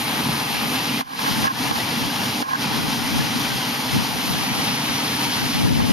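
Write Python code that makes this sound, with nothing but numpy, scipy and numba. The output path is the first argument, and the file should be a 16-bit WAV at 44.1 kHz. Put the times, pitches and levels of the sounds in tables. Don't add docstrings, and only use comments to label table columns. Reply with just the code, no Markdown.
import sys
import numpy as np
from scipy import signal
from scipy.fft import rfft, irfft
from scipy.io import wavfile
from scipy.ndimage import map_coordinates
from numba import njit

SR = 44100
rng = np.random.default_rng(int(sys.argv[2]) if len(sys.argv) > 2 else 0)


def int16_out(signal):
    q = np.round(np.clip(np.atleast_2d(signal).T, -1, 1) * 32767)
    wavfile.write(sys.argv[1], SR, q.astype(np.int16))


N = 261072
TIME = np.arange(N) / SR
FREQ = np.maximum(np.arange(N // 2 + 1) * SR / N, 1)


def undb(db):
    return 10 ** (np.asarray(db) / 20)


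def unit(x):
    return x / np.sqrt(np.mean(x ** 2))


def curve(rows):
    seconds, *columns = np.transpose(rows)
    return [np.interp(TIME, seconds, column) for column in columns]


def across(rows):
    hz, *columns = np.transpose(rows)
    return [np.interp(np.log(FREQ), np.log(hz), column) for column in columns]


def swell(peak, length):
    return np.exp(-(2 * (TIME - peak) / length) ** 2)


def hump(hz, width):
    return np.exp(-((FREQ - hz) / width) ** 2)


def wander(rate):
    return unit(irfft(rfft(rng.standard_normal(N)) * np.exp(-(FREQ / rate) ** 2), N))


def clicks(rate, spread_db):
    hit = rng.random(N) < rate / SR
    size = undb(spread_db * np.minimum(rng.exponential(size=N), 4))
    return hit * size * rng.choice([-1, 1], N)


def ring(hz, t60):
    t = TIME[:SR // 8]
    return np.sin(2 * np.pi * hz * t) * np.exp(-np.log(1000) * t / t60)


def strike(force, response):
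    return signal.fftconvolve(force, response)[:N]


def filtered(x, kind, hz, order=2):
    return signal.sosfilt(signal.butter(order, hz, kind, fs=SR, output="sos"), x)


@njit
def bandpass(x, hz, width):
    out, band_state, low_state = np.empty(len(x)), 0., 0.
    for i in range(len(x)):
        g, damping = np.tan(np.pi * hz[i] / SR), width / hz[i]
        band = (band_state + g * (x[i] - low_state)) / (1 + g * (g + damping))
        band_state = 2 * band - band_state
        low_state += 2 * g * band
        out[i] = damping * band
    return out


# peak time in seconds, level in dB, length in seconds.
GUSTS = [(0.298, -40, 0.034), (.55, -38, 0.11), (1.315, -26.5, .05), (1.412, -26, 0.12), (1.71, -32, 0.13),
         (2.048, -31, 0.11), (2.195, -34, 0.026), (2.82, -30, 0.22), (3.023, -28, 0.066),
         (3.183, -23, 0.15), (3.363, -32, 0.091), (3.53, -31, .11), (3.969, -18, 0.093), (4.13, -34, 0.12),
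         (4.33, -27, 0.1), (4.47, -36, 0.17), (4.583, -30, 0.043), (4.72, -33, 0.075), (4.898, -31, 0.025),
         (5.278, -32, .06), (5.434, -28, 0.093), (5.558, -22, 0.056), (5.648, -13.5, 0.094),
         (5.714, -15, .03), (5.813, -17, 0.16), (5.909, -12, 0.025)]
def gusting(breeze_db=-48, swing_db=5):
    breeze = undb(breeze_db + swing_db * wander(rate=4.1))
    return breeze + sum(undb(db) * swell(peak, length) for peak, db, length in GUSTS)


# frequency in Hz, relative level in dB.
BUFFET_TONE = [(18, -52), (30, -18), (108, -2), (236, -1.5), (345, -14), (673, -23), (1030, -27),
               (1230, -63), (1500, -40), (1950, -66), (3300, -120)]
def wind(left_db=2.0, right_db=-3.5, own_db=-9.5, flutter_db=1.5, overload=.45):
    tone_db, = across(BUFFET_TONE)
    eddy, *own_eddies = unit(irfft(rfft(rng.standard_normal((3, N))) * undb(tone_db), N))
    ports = np.outer([undb(left_db), -undb(right_db)], eddy) + undb(own_db) * np.array(own_eddies)
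    push = ports * gusting() * undb(flutter_db * wander(rate=32))
    return overload * np.tanh(push / overload)


# pitch in Hz, relative level in dB, 60 dB decay time in seconds.
CASE_MODES = [(270, 8.5, 0.026), (787, 7, 0.037), (887, 4, 0.037), (993, 6, 0.033), (1079, 8, 0.067),
              (1554, 6.5, 0.024), (1662, 3.5, 0.058), (1760, 2, .02), (2240, -4, .015), (2700, -9, 0.016)]
def case_ring(favoured_hz=None, falloff_db_per_octave=9):
    sound = 0
    for k, (hz, db, t60) in enumerate(CASE_MODES):
        octaves_away = abs(np.log2(hz / favoured_hz)) if favoured_hz else 0
        sound += (-1) ** k * undb(db - falloff_db_per_octave * octaves_away) * ring(hz, t60)
    return sound / abs(sound).max()


# start in seconds, ring level in dB, favoured pitch in Hz.
KNOCKS = [(1.008, -9, 890), (1.13, -11, 1000), (1.189, -12, 1500), (1.440, -11, 1150), (1.478, -2, 1600),
          (1.712, -7, 480), (2.425, -7, 650), (2.483, -16, 1000), (2.533, -4.5, 1080), (2.546, -6, 1550),
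          (2.553, -3, 1600), (5.799, -12, 750)]
def knocks(crack_db=-10, crack_edge_hz=2600, crack_decay_s=.0018):
    out = np.zeros(N)
    for start, db, favoured_hz in KNOCKS:
        clink = case_ring(favoured_hz)
        noise = unit(filtered(rng.standard_normal(len(clink)), "lowpass", crack_edge_hz))
        crack = undb(crack_db) * noise * np.exp(-TIME[:len(clink)] / crack_decay_s)
        at = int(start * SR)
        out[at:at + len(clink)] += undb(db) * (clink + crack)[:N - at]
    return out


# start in seconds, length in seconds, level in dB.
SLIDES = [(1.022, 0.13, -17), (1.19, .06, -29), (1.258, .03, -19), (1.441, 0.016, -19.5),
          (1.468, 0.046, -13), (1.73, 0.043, -24), (2.427, 0.068, -16), (2.503, 0.032, -16),
          (2.53, 0.014, -12)]
def scrapes(bite_s=.0059, release_s=.013, ease_db_per_s=37):
    slips = filtered(clicks(rate=1400, spread_db=1.5), "highpass", hz=650)
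    pressure = 0
    for start, length, db in SLIDES:
        age = TIME - start
        contact = np.clip(age / bite_s, 0, 1) * np.clip(1 - (age - length) / release_s, 0, 1)
        pressure += contact * undb(db - ease_db_per_s * np.clip(age, 0, length))
    return pressure * unit(strike(slips, case_ring()))


# peak time in seconds, level in dB, rise time in seconds.
SWAYS = [(1.043, 16, 0.02), (1.494, -1, 0.028), (1.73, -6.5, 0.015), (2.451, 6, 0.023), (2.52, -2.5, 0.033)]
def sways():
    return sum(undb(db) * swell(peak, 2 * rise) for peak, db, rise in SWAYS)


def fence(left_db=-2.5, right_db=1):
    shake = knocks() + scrapes() + sways()
    late_shake = np.roll(shake, 3)
    return np.array([undb(left_db) * late_shake, -undb(right_db) * shake])


# bubbles per second, lowest pitch in Hz,
# range in octaves, ring length in cycles, level against the wash in dB.
BUBBLE_SIZES = [(20, 228, .35, 50, -26), (40, 780, .3, 70, -25), (120, 1400, 1.7, 130, -18.5)]
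def near_bubbles(pitch_rise=.06):
    out, t = 0, TIME[:SR // 5]
    for rate, low_hz, octaves, cycles, db in BUBBLE_SIZES:
        layer = np.zeros(N + SR)
        for when, pitch, strength in rng.random((int(rate * N / SR), 3)):
            hz = low_hz * 2 ** (octaves * pitch)
            age = t * hz / cycles
            chirp = np.sin(2 * np.pi * hz * t * (1 + pitch_rise * age / 2))
            at = int(when * N)
            layer[at:at + len(t)] += strength ** 2 * chirp * np.exp(-np.log(1000) * age)
        out += undb(db) * unit(layer[:N])
    return out


# peak time in seconds, centre in Hz, drop level in dB, length in seconds.
SPLASHES = [(1.86, 2600, -11, 0.14), (2.77, 1900, -3, 0.057), (3.558, 3600, -3, 0.094),
            (3.76, 1900, -21, .06), (4.683, 3300, 2, 0.077), (5.335, 4100, 3, 0.054),
            (5.557, 3600, 1, 0.14)]
def splashes():
    drops = unit(clicks(rate=2500, spread_db=2.5))
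    return sum(undb(db) * swell(peak, length) * bandpass(drops, np.full(N, float(hz)), hz / 2)
               for peak, hz, db, length in SPLASHES)


# time in seconds, gain in dB.
ROAR_RIDE = [(0, 2.5), (.1, -0.5), (.29, 7.5), (.4, 2.5), (.56, -6), (.67, 4), (.8, 0), (.93, 2.5),
             (1.22, 0.5), (1.4, 4.5), (1.65, 2.5), (1.9, 3), (2.4, 1.5), (2.65, 4), (2.95, 2.5), (3.3, 2.5),
             (3.45, 2), (3.75, 0), (3.92, 3.5), (4.12, -0.5), (4.45, 2.5), (5.03, 1), (5.45, 2.5),
             (5.7, -3), (5.92, 2)]
# time in seconds, slosh gain in dB, spray gain in dB.
SLOSH_SPRAY_RIDE = [(0, 1.2, 1.5), (.33, 4, 0.6), (.55, 1.5, 0.5), (.77, 4, 0.7), (.95, 0.5, 0.3),
                    (1.4, 2.5, 1), (2.2, 2, -0.5), (2.85, 2.4, -0.5), (3.4, 1.5, 0), (4.0, 1.5, -0.5),
                    (4.45, 1.5, 0.4), (4.68, 2.5, 1.4), (4.85, 1.5, 0.5), (5.35, 1.5, 1), (5.55, 1.5, 0.5),
                    (5.72, -4.5, -3), (5.92, 1.5, -1.5)]
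def churn(surge_db, crackle_db=-9, bubble_db=-8, bubble_cycles=18, flicker_db=.55):
    far = rfft(rng.standard_normal(N))
    near = rfft(unit(clicks(rate=1100, spread_db=3.0)))
    roar_db, = curve(ROAR_RIDE)
    slosh_db, spray_db = curve(SLOSH_SPRAY_RIDE)
    out = 0
    for hz in 62.5 * 2 ** np.arange(9):
        octave_band = np.clip(1 - abs(np.log2(np.clip(FREQ, 62.5, 16000) / hz)), 0, 1)
        water = irfft(octave_band * (far + undb(crackle_db) * near), N)
        if 400 < hz < 5000:
            pitches = hz * 2 ** np.linspace(-.5, .5, num=6, endpoint=False)
            bubbles = sum(strike(clicks(rate=35, spread_db=2.5), ring(pitch, bubble_cycles / pitch))
                          for pitch in pitches)
            water += undb(bubble_db) * np.std(water) * unit(bubbles)
        ride_db = roar_db if hz < 400 else slosh_db if hz < 1500 else spray_db
        flicker = (1 + hz / 16000) * wander(rate=16)
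        out += water * undb(surge_db + flicker_db * flicker + ride_db)
    return rfft(out)


# frequency in Hz, relative level in dB.
WASH_TONE = [(36, -26.5), (70, -18.5), (130, -3), (190, -4), (245, 0.5), (303, -3.5), (352, -15),
             (640, -13.5), (850, -7), (1400, -12.5), (3000, -10), (5200, -15.5), (7000, -24),
             (10800, -18.5), (13300, -20)]
# centre in Hz, width in Hz, gain in dB.
PORT_EQ = [(240, 18, 0), (444, 61, 2.5), (560, 120, 1), (863, 120, 0), (1034, 42, -1.5), (1920, 130, 1),
           (2260, 220, 0.8), (3270, 100, 0.8), (3650, 200, -1), (3960, 110, 0.5), (4170, 110, 0.5),
           (4520, 100, 0.5)]
# frequency in Hz, left minus right in dB,
# likeness of the two sides from 0 to 1, phase lead of the left in radians.
WASH_IMAGE = [(100, -0.5, 0.83, -0.22), (302, -1, 1, 0.39), (470, -1.5, 0.81, -0.33), (563, 1.5, 0, 0.37),
              (824, 3.5, 0.86, -0.13), (1220, 5.5, 0.4, -0.29), (1610, 5.5, 0, -0.95),
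              (1930, 2.5, 0.72, -1.26), (3000, 1, 0.25, -0.34), (5000, 0.1, 1, -0.58),
              (10900, -1.5, 0.4, 0.75)]
def wash(surge_depth_db=.52):
    surge_db = surge_depth_db * wander(rate=11)
    tone_db, = across(WASH_TONE)
    tone_db += sum(db * hump(hz, width) for hz, width, db in PORT_EQ)
    balance_db, likeness, phase = across(WASH_IMAGE)
    likeness = np.clip(likeness, 0, .98)
    shared = np.sqrt(1 + likeness) * churn(surge_db)
    diffuse = np.sqrt(1 - likeness) * churn(surge_db)
    shared += np.std(irfft(shared, N)) * rfft(near_bubbles() + splashes())
    left = irfft((shared + diffuse) * undb(tone_db + balance_db / 2), N)
    right = irfft((shared - diffuse) * undb(tone_db - balance_db / 2) * np.exp(-1j * phase), N)
    return left, right


# time in seconds, centre in Hz, gain in dB.
GRIP_SWEEP = [(0, 2870, -7), (.5, 2720, 3), (1.05, 2480, 5), (1.3, 2650, -4), (1.55, 3350, -1),
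              (2.8, 3300, 3.5), (3.8, 3050, 2.5), (4.5, 3000, 2.5), (5.92, 3150, -1)]
def shifting_grip(right, width_hz=170.):
    hz, db = curve(GRIP_SWEEP)
    return right + (undb(db) - 1) * bandpass(right, hz, width_hz)


# time in seconds, left lag in milliseconds, sheen gain in dB.
CAMERA_TURN = [(0, 0.018, 0), (.9, 0.014, 2.5), (1.7, 0.0011, 3), (2.5, 0, 4), (4.0, 0, 3.5),
               (4.5, 0.039, 4), (5.92, 0.028, 4)]
def turning(left, right, sheen_hz=5700, sheen_width_hz=1500):
    lag_ms, sheen_db = curve(CAMERA_TURN)
    late_left = map_coordinates(left, [(TIME - lag_ms / 1000) * SR], order=5, mode="mirror")
    ports = np.array([late_left, right])
    sheen = irfft(rfft(ports) * hump(sheen_hz, sheen_width_hz), N)
    return ports + (undb(sheen_db) - 1) * sheen


def walls(ports, delays_ms=(9.7, 14.3, 21.1, 29.5), drift_ms=.3, echo_db=-19):
    treble = filtered(ports, "highpass", hz=1400)
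    echoes = 0
    for ms in delays_ms:
        lag = np.rint((ms + drift_ms * wander(rate=2)) * SR / 1000).astype(int)
        echoes += treble[:, np.arange(N) - lag]
    return ports + undb(echo_db) * echoes


def flood(level_db=-22.3):
    left, right = wash()
    ports = turning(left, shifting_grip(right))
    return undb(level_db) * unit(walls(ports))


def scene():
    return flood() + wind() + fence()


def record(dry, threshold_db=-6, attack_s=.002, release_db_per_s=135, clip_level=.57):
    over_db = np.maximum(20 * np.log10(abs(dry).max(axis=0) + 1e-9) - threshold_db, 0)
    recovery_db = release_db_per_s * TIME
    held_db = np.maximum.accumulate(over_db + recovery_db) - recovery_db
    attack = 1 / (attack_s * SR)
    duck_db = signal.lfilter([attack], [1, attack - 1], held_db)
    ducked = filtered(dry, "highpass", hz=39, order=5) * undb(-duck_db)
    clipped = np.clip(ducked, -clip_level, clip_level)
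    notch = (1 - hump(hz=7880, width=400)) ** 2
    top_cut = signal.ellip(10, .2, 80, 13500, fs=SR, output="sos")
    return signal.sosfilt(top_cut, irfft(rfft(clipped) * notch, N))


dry = scene()
out = record(dry)
int16_out(out)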